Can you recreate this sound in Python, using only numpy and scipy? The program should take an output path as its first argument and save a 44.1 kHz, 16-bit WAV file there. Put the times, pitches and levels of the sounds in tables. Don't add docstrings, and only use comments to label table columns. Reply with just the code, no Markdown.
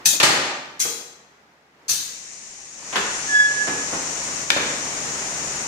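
import sys
import numpy as np
from scipy import signal
from scipy.fft import rfft, irfft, next_fast_len
from scipy.io import wavfile
from scipy.ndimage import uniform_filter1d, minimum_filter1d

SR = 44100
rng = np.random.default_rng(int(sys.argv[2]) if len(sys.argv) > 2 else 0)


def pcm_store(signal):
    levels = np.round(np.clip(np.atleast_2d(signal), -1, 1) * 32767)
    wavfile.write(sys.argv[1], SR, levels.astype(np.int16).T)


N = 250047
TIME = np.arange(N) / SR
SIDES = np.array([[.5], [-.5]])
BLEED_S, SLIDE_S = 1.977, 2.627


def amp(db):
    return 10 ** (np.asarray(db) / 20)


def unit(x):
    return x / np.sqrt(np.mean(x ** 2) + 1e-20)


def read(points, hz):
    f, value = np.transpose(points)
    return np.interp(np.log(hz + 1), np.log(f + 1), value)


def ramp(start_s, rise_s):
    return np.sin(np.pi / 2 * np.clip((TIME - start_s) / rise_s, 0, 1)) ** 2


def after(s):
    return np.maximum(TIME - s, 0)


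def add(mix, s, sound):
    part = mix[:, max(round(s * SR), 0):][:, :sound.shape[1]]
    part += sound[:, :part.shape[1]]


def colour(x, db_of):
    hz = abs(np.fft.fftfreq(4096, 1 / SR))
    log_gain = np.log(amp(np.maximum(db_of(hz), -100)))
    taps = np.fft.ifft(np.exp(np.conj(signal.hilbert(log_gain)))).real[:2048]
    return signal.oaconvolve(x, taps[None] / np.linalg.norm(taps), axes=1)[:, :x.shape[1]]


def turbulence(spectrum, patchy_db):
    hz, frames = np.fft.rfftfreq(1024, 1 / SR), N // 256 + 5
    shape = (2, len(hz), frames)
    noise = rng.standard_normal(shape) + 1j * rng.standard_normal(shape)
    patches = uniform_filter1d(rng.standard_normal(shape[1:]), size=4, axis=0)
    patches = uniform_filter1d(patches, size=8, axis=1)
    noise *= amp(read(spectrum, hz)[:, None] + patchy_db * unit(patches))
    return unit(signal.istft(noise, nperseg=1024, noverlap=768)[1][:, :N])


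def panel_echoes(x, echo_db):
    out = x.copy()
    for side in range(2):
        for delay in rng.uniform(0.00055, .014, size=8):
            out[side] += amp(echo_db) * np.interp(TIME - round(delay * SR) / SR, TIME, x[side], left=0)
    return out / np.sqrt(1 + 8 * amp(echo_db) ** 2)


def room(x, build_s):
    # f/Hz, t60/s
    fade_times = [(100, 0.48), (400, 0.84), (1500, 0.83), (4000, 0.76), (7000, 0.66), (11000, 0.43),
                  (16000, 0.44)]
    hz, t, noise = signal.stft(rng.standard_normal((2, int(1.3 * SR))), SR, nperseg=256)
    tail = signal.istft(noise * amp(-60 * t / read(fade_times, hz)[:, None]), SR, nperseg=256)[1]
    tail *= 1 - np.exp(-(TIME[:tail.shape[1]] / build_s) ** 2)
    return signal.fftconvolve(x, tail / np.linalg.norm(tail[0]), axes=1)[:, :N]


def microphones(x):
    # f/Hz, correlation (1 = the same)
    likeness = [(100, 1), (300, 0.91), (600, 0.69), (1000, 0.28), (1500, -0.22), (2300, -0.02),
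                (3500, -0.12), (6500, 0.086), (15000, -0.19)]
    # f/Hz, left minus right/dB
    balance = [(60, -6.5), (110, 2), (200, -1), (380, 2), (700, -2), (1290, -3), (2380, 1.5), (4400, 5.0),
               (8120, 6), (15000, 0.5)]
    size = next_fast_len(N + 4096)
    hz = np.fft.rfftfreq(size, 1 / SR)
    same = np.clip(read(likeness, hz), -.99, .99)
    mid, side = rfft(x, size) * np.sqrt([(1 + same) / 2, (1 - same) / 2])
    return irfft(np.array([mid + side, mid - side]) * amp(SIDES * read(balance, hz)), size)[:, :N]


def background(hum_db=33, swell_s=0.38, rest_db=-63.5):
    # f/Hz, level/dB
    spectrum = [(25, -41), (60, -25.5), (150, -0.5), (300, 2.5), (800, 2), (1300, 1.5), (2000, 0),
                (3200, -9), (6500, -14), (9000, -25), (15500, -26.5)]
    # f/Hz, relative level/dB
    motors = [(48.4, -86.5), (70.0, -56), (96.9, -71.5), (145.3, -51), (209.9, -56)]
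    opening_fade = amp(-41 - 10.5 * TIME)
    first_rise = ramp(BLEED_S - swell_s, swell_s) * amp(-52)
    second_rise = ramp(SLIDE_S, swell_s) * amp(-33 - 10.5 * np.exp(-after(SLIDE_S) / 0.77))
    level = np.sqrt(amp(rest_db) ** 2 + opening_fade ** 2 + first_rise ** 2 + second_rise ** 2)
    rumble = turbulence(spectrum, patchy_db=.8)
    hum = np.zeros(N)
    for hz, db in motors:
        drift = np.cumsum(rng.standard_normal(N)) / np.sqrt(SR)
        hum += amp(db + hum_db) * np.sqrt(2) * np.sin(2 * np.pi * hz * TIME + hz / 40 * drift)
    return level * rumble, level * hum


def silencer(bleed_db=-37.5, slide_db=-28):
    # f/Hz, level/dB
    spectrum = [(300, -19.5), (1000, -43), (1700, -10), (2050, -8), (2500, -8.5), (3200, -13), (4500, -11),
                (5500, -4), (6500, 3), (7500, -5.5), (9000, -11.5), (10300, -30), (15000, -40.5),
                (17000, -77)]
    bleed = ramp(BLEED_S, rise_s=0.043) * amp(bleed_db - 4 * after(BLEED_S))
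    slide = ramp(SLIDE_S, rise_s=0.6) * amp(slide_db - 0.28 * after(SLIDE_S))
    hiss = turbulence(spectrum, patchy_db=.5)
    return panel_echoes(np.hypot(bleed, slide) * hiss, echo_db=-13)


def squeal(pitch_hz=1698, sharp_hz=20, settle_s=0.064, waver_hz=3.63, shimmer_db=2, t60=0.33):
    # t/s, swell/s, level/dB, left minus right/dB
    pulses = [(3.26, 0.16, -11, -2), (3.435, 0.023, -14, 1), (3.53, 0.082, -24, -9.5),
              (3.69, 0.03, -30, -13.5), (3.765, 0.038, -31.5, -9)]
    # multiple of the pitch, relative level/dB
    overtones = [(2, -21), (3, -22), (4, -28), (5, -33)]
    level = np.sqrt(sum((ramp(s, rise) * amp(db + SIDES * pan_db - 60 * after(s + rise) / t60)) ** 2
                        for s, rise, db, pan_db in pulses))
    hz = pitch_hz + sharp_hz * np.exp(-(after(pulses[0][0]) / settle_s) ** 4)
    waver, shimmer = (unit(uniform_filter1d(rng.standard_normal(N), size=600)) for _ in range(2))
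    phase = 2 * np.pi * np.cumsum(hz + waver_hz * waver) / SR
    lead = SIDES * 1.85
    tone = np.sin(phase + lead)
    strength = (level / level.max()) ** 0.41
    for multiple, db in overtones:
        tone += strength * amp(db + SIDES * 8) * np.sin(round(multiple) * phase + lead)
    return np.sqrt(2) * level * amp(shimmer_db * shimmer) * tone


def strike(modes, t60, ring_t60, ring_db, grain):
    t = TIME[:int(.8 * SR)]
    flutter = unit(uniform_filter1d(rng.standard_normal(len(t)), size=50))
    chatter = unit(np.exp(grain * np.tanh(flutter)))
    contacts = chatter * amp(-60 * t / t60) * rng.standard_normal((2, len(t)))
    ring = sum(amp(db) * np.sin(2 * np.pi * (hz * t + rng.random((2, 1)))) for hz, db in modes)
    ring *= amp(-60 * t / ring_t60)
    ringing = signal.fftconvolve(contacts, ring / np.linalg.norm(ring[0]), axes=1)[:, :len(t)]
    return contacts + amp(ring_db) * ringing


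def thumps(rise_s=0.0049, boom_hz=340, boom_db=3.5, bright_hz=3654, db_per_octave=10):
    # t/s, level/dB, rattle t60/s
    blows = [(0.058, -38, 0.045), (.128, -31, 0.22), (0.202, -3.5, 0.081), (.228, 3, 0.12), (.287, -5, 0.1),
             (.331, -5.5, 0.04), (0.849, -22, 0.087), (1.892, -38.5, 0.13), (2.96, -19.5, 0.14),
             (3.670, -20.5, 0.22), (3.924, -22.5, 0.22), (4.505, -28.5, 0.32), (4.564, -11.5, 0.1)]
    # f/Hz, level/dB
    modes = [(506.0, -43.5), (613.7, -57.5), (834.4, -30), (1055, -42), (1184, -40), (1437, -55.5),
             (1523, -33), (1631, -40.5), (1696, -55), (1733, -37.5), (1782, -45), (1890, -35),
             (2153, -34.5), (2245, -47), (2304, -62.5), (2406, -46), (2783, -54.5), (2821, -76)]
    # f/Hz, level/dB
    spectrum = [(40, -35), (90, -12.5), (170, -5.5), (320, -4), (900, 2.5), (2000, 4), (4000, 2), (7000, 6),
                (10000, 0), (15000, -7), (17000, -11.5)]
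    out = np.zeros((2, N))
    body_db = lambda f: read(spectrum, f) + boom_db / (1 + (3 * (f / boom_hz - 1)) ** 2)
    for s, db, t60 in blows:
        blow = strike(modes, t60, ring_t60=.22, ring_db=-25, grain=.2)
        blow *= 1 - np.exp(-TIME[:blow.shape[1]] / rise_s)
        cutoff_hz = bright_hz * 2 ** (db / db_per_octave)
        add(out, s, amp(db) * colour(blow, lambda f: body_db(f) - 7 * np.log(1 + (f / cutoff_hz) ** 2)))
    return out


def clacks():
    # t/s, level/dB, band centre/Hz, rattle t60/s
    blows = [(0.2003, -4.5, 2860, 0.08), (1.892, -27, 2180, 0.02), (2.927, -26.5, 1080, 1),
             (2.957, -18, 1630, 0.21), (4.503, -2.5, 2580, 0.024), (4.563, -13, 390, 0.031)]
    # f/Hz, level/dB
    modes = [(1437, -32), (1787, -24), (2277, -42), (2972, -49), (3467, -25), (4188, -38), (5480, -58),
             (6309, -30), (7456, -41), (7887, -35)]
    # f/Hz, level/dB
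    spectrum = [(40, 9.5), (300, -0.5), (3000, -2), (7000, -6.5), (10000, -11), (15000, -14), (17000, -49)]
    out = np.zeros((2, N))
    for s, db, hz, t60 in blows:
        blow = strike(modes, t60, ring_t60=.06, ring_db=-15, grain=.3)
        band_db = lambda f: read(spectrum, f) - 5.5 * np.log(1 + (f / hz - hz / (f + 1)) ** 2 / 2)
        add(out, s, amp(db) * colour(blow, band_db))
    return out


def gusts(leak_db=-9, spit_s=0.027, stop_s=0.048):
    # t/s, level/dB, wait until wide open/s, emptying t60/s, first spit/dB, stroke/s
    switches = [(.051, -15.5, 0.0054, 0.92, 10, 0.1), (0.793, -18, 0.0072, 0.48, 0.5, 0.3),
                (1.881, -16.5, 0.01, 0.47, 0.5, 0.24)]
    # f/Hz, level/dB
    spectrum = [(50, -43.5), (120, -15), (220, -17.5), (500, -40.5), (1000, -25), (1800, -17), (3000, -14),
                (4300, -7), (5300, -7.5), (6500, -2.5), (7700, -9), (11000, -15), (15000, -15.5),
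                (17000, -56)]
    flow = np.zeros(N)
    for s, db, lag, t60, spit_db, stroke_s in switches:
        since_wide = after(s + lag)
        crack = amp(leak_db) * (1 - np.exp(-after(s) / .002))
        snap = (1 - amp(leak_db)) * (1 - np.exp(-since_wide / .001))
        spit = 1 + (amp(spit_db) - 1) * np.exp(-since_wide / spit_s) * (since_wide > 0)
        moving = np.exp(-after(s + stroke_s) / stop_s)
        flow += (crack + snap) * spit * moving * amp(db - 60 * since_wide / t60)
    return panel_echoes(flow * turbulence(spectrum, patchy_db=4.5), echo_db=-32)


def scene():
    air, steel, frame, tray = gusts(), clacks(), thumps(), squeal()
    rumble, hum = background()
    to_room = amp(-5) * air + amp(-3) * steel + amp(-1) * frame + amp(-20) * tray
    return microphones(air + steel + frame + silencer() + rumble + room(to_room, 0.007)) + tray + hum


def record(dry, limit_db=-9, release_db_per_s=26, top_hz=15700):
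    power_db = 10 * np.log10(abs(uniform_filter1d((dry ** 2).mean(0), size=300)) + 1e-12)
    over_db = np.maximum(power_db - limit_db, 0)
    held_db = np.maximum.accumulate(over_db + release_db_per_s * TIME) - release_db_per_s * TIME
    dip_db = -minimum_filter1d(-held_db, size=5000)
    limited = np.clip(dry * amp(-uniform_filter1d(dip_db, size=1200)), -.9, .9)
    lowpass = signal.firwin(255, top_hz, window=("kaiser", 8), fs=SR)
    return signal.oaconvolve(limited, lowpass[None], "same")


dry = scene()
out = record(dry)
pcm_store(out)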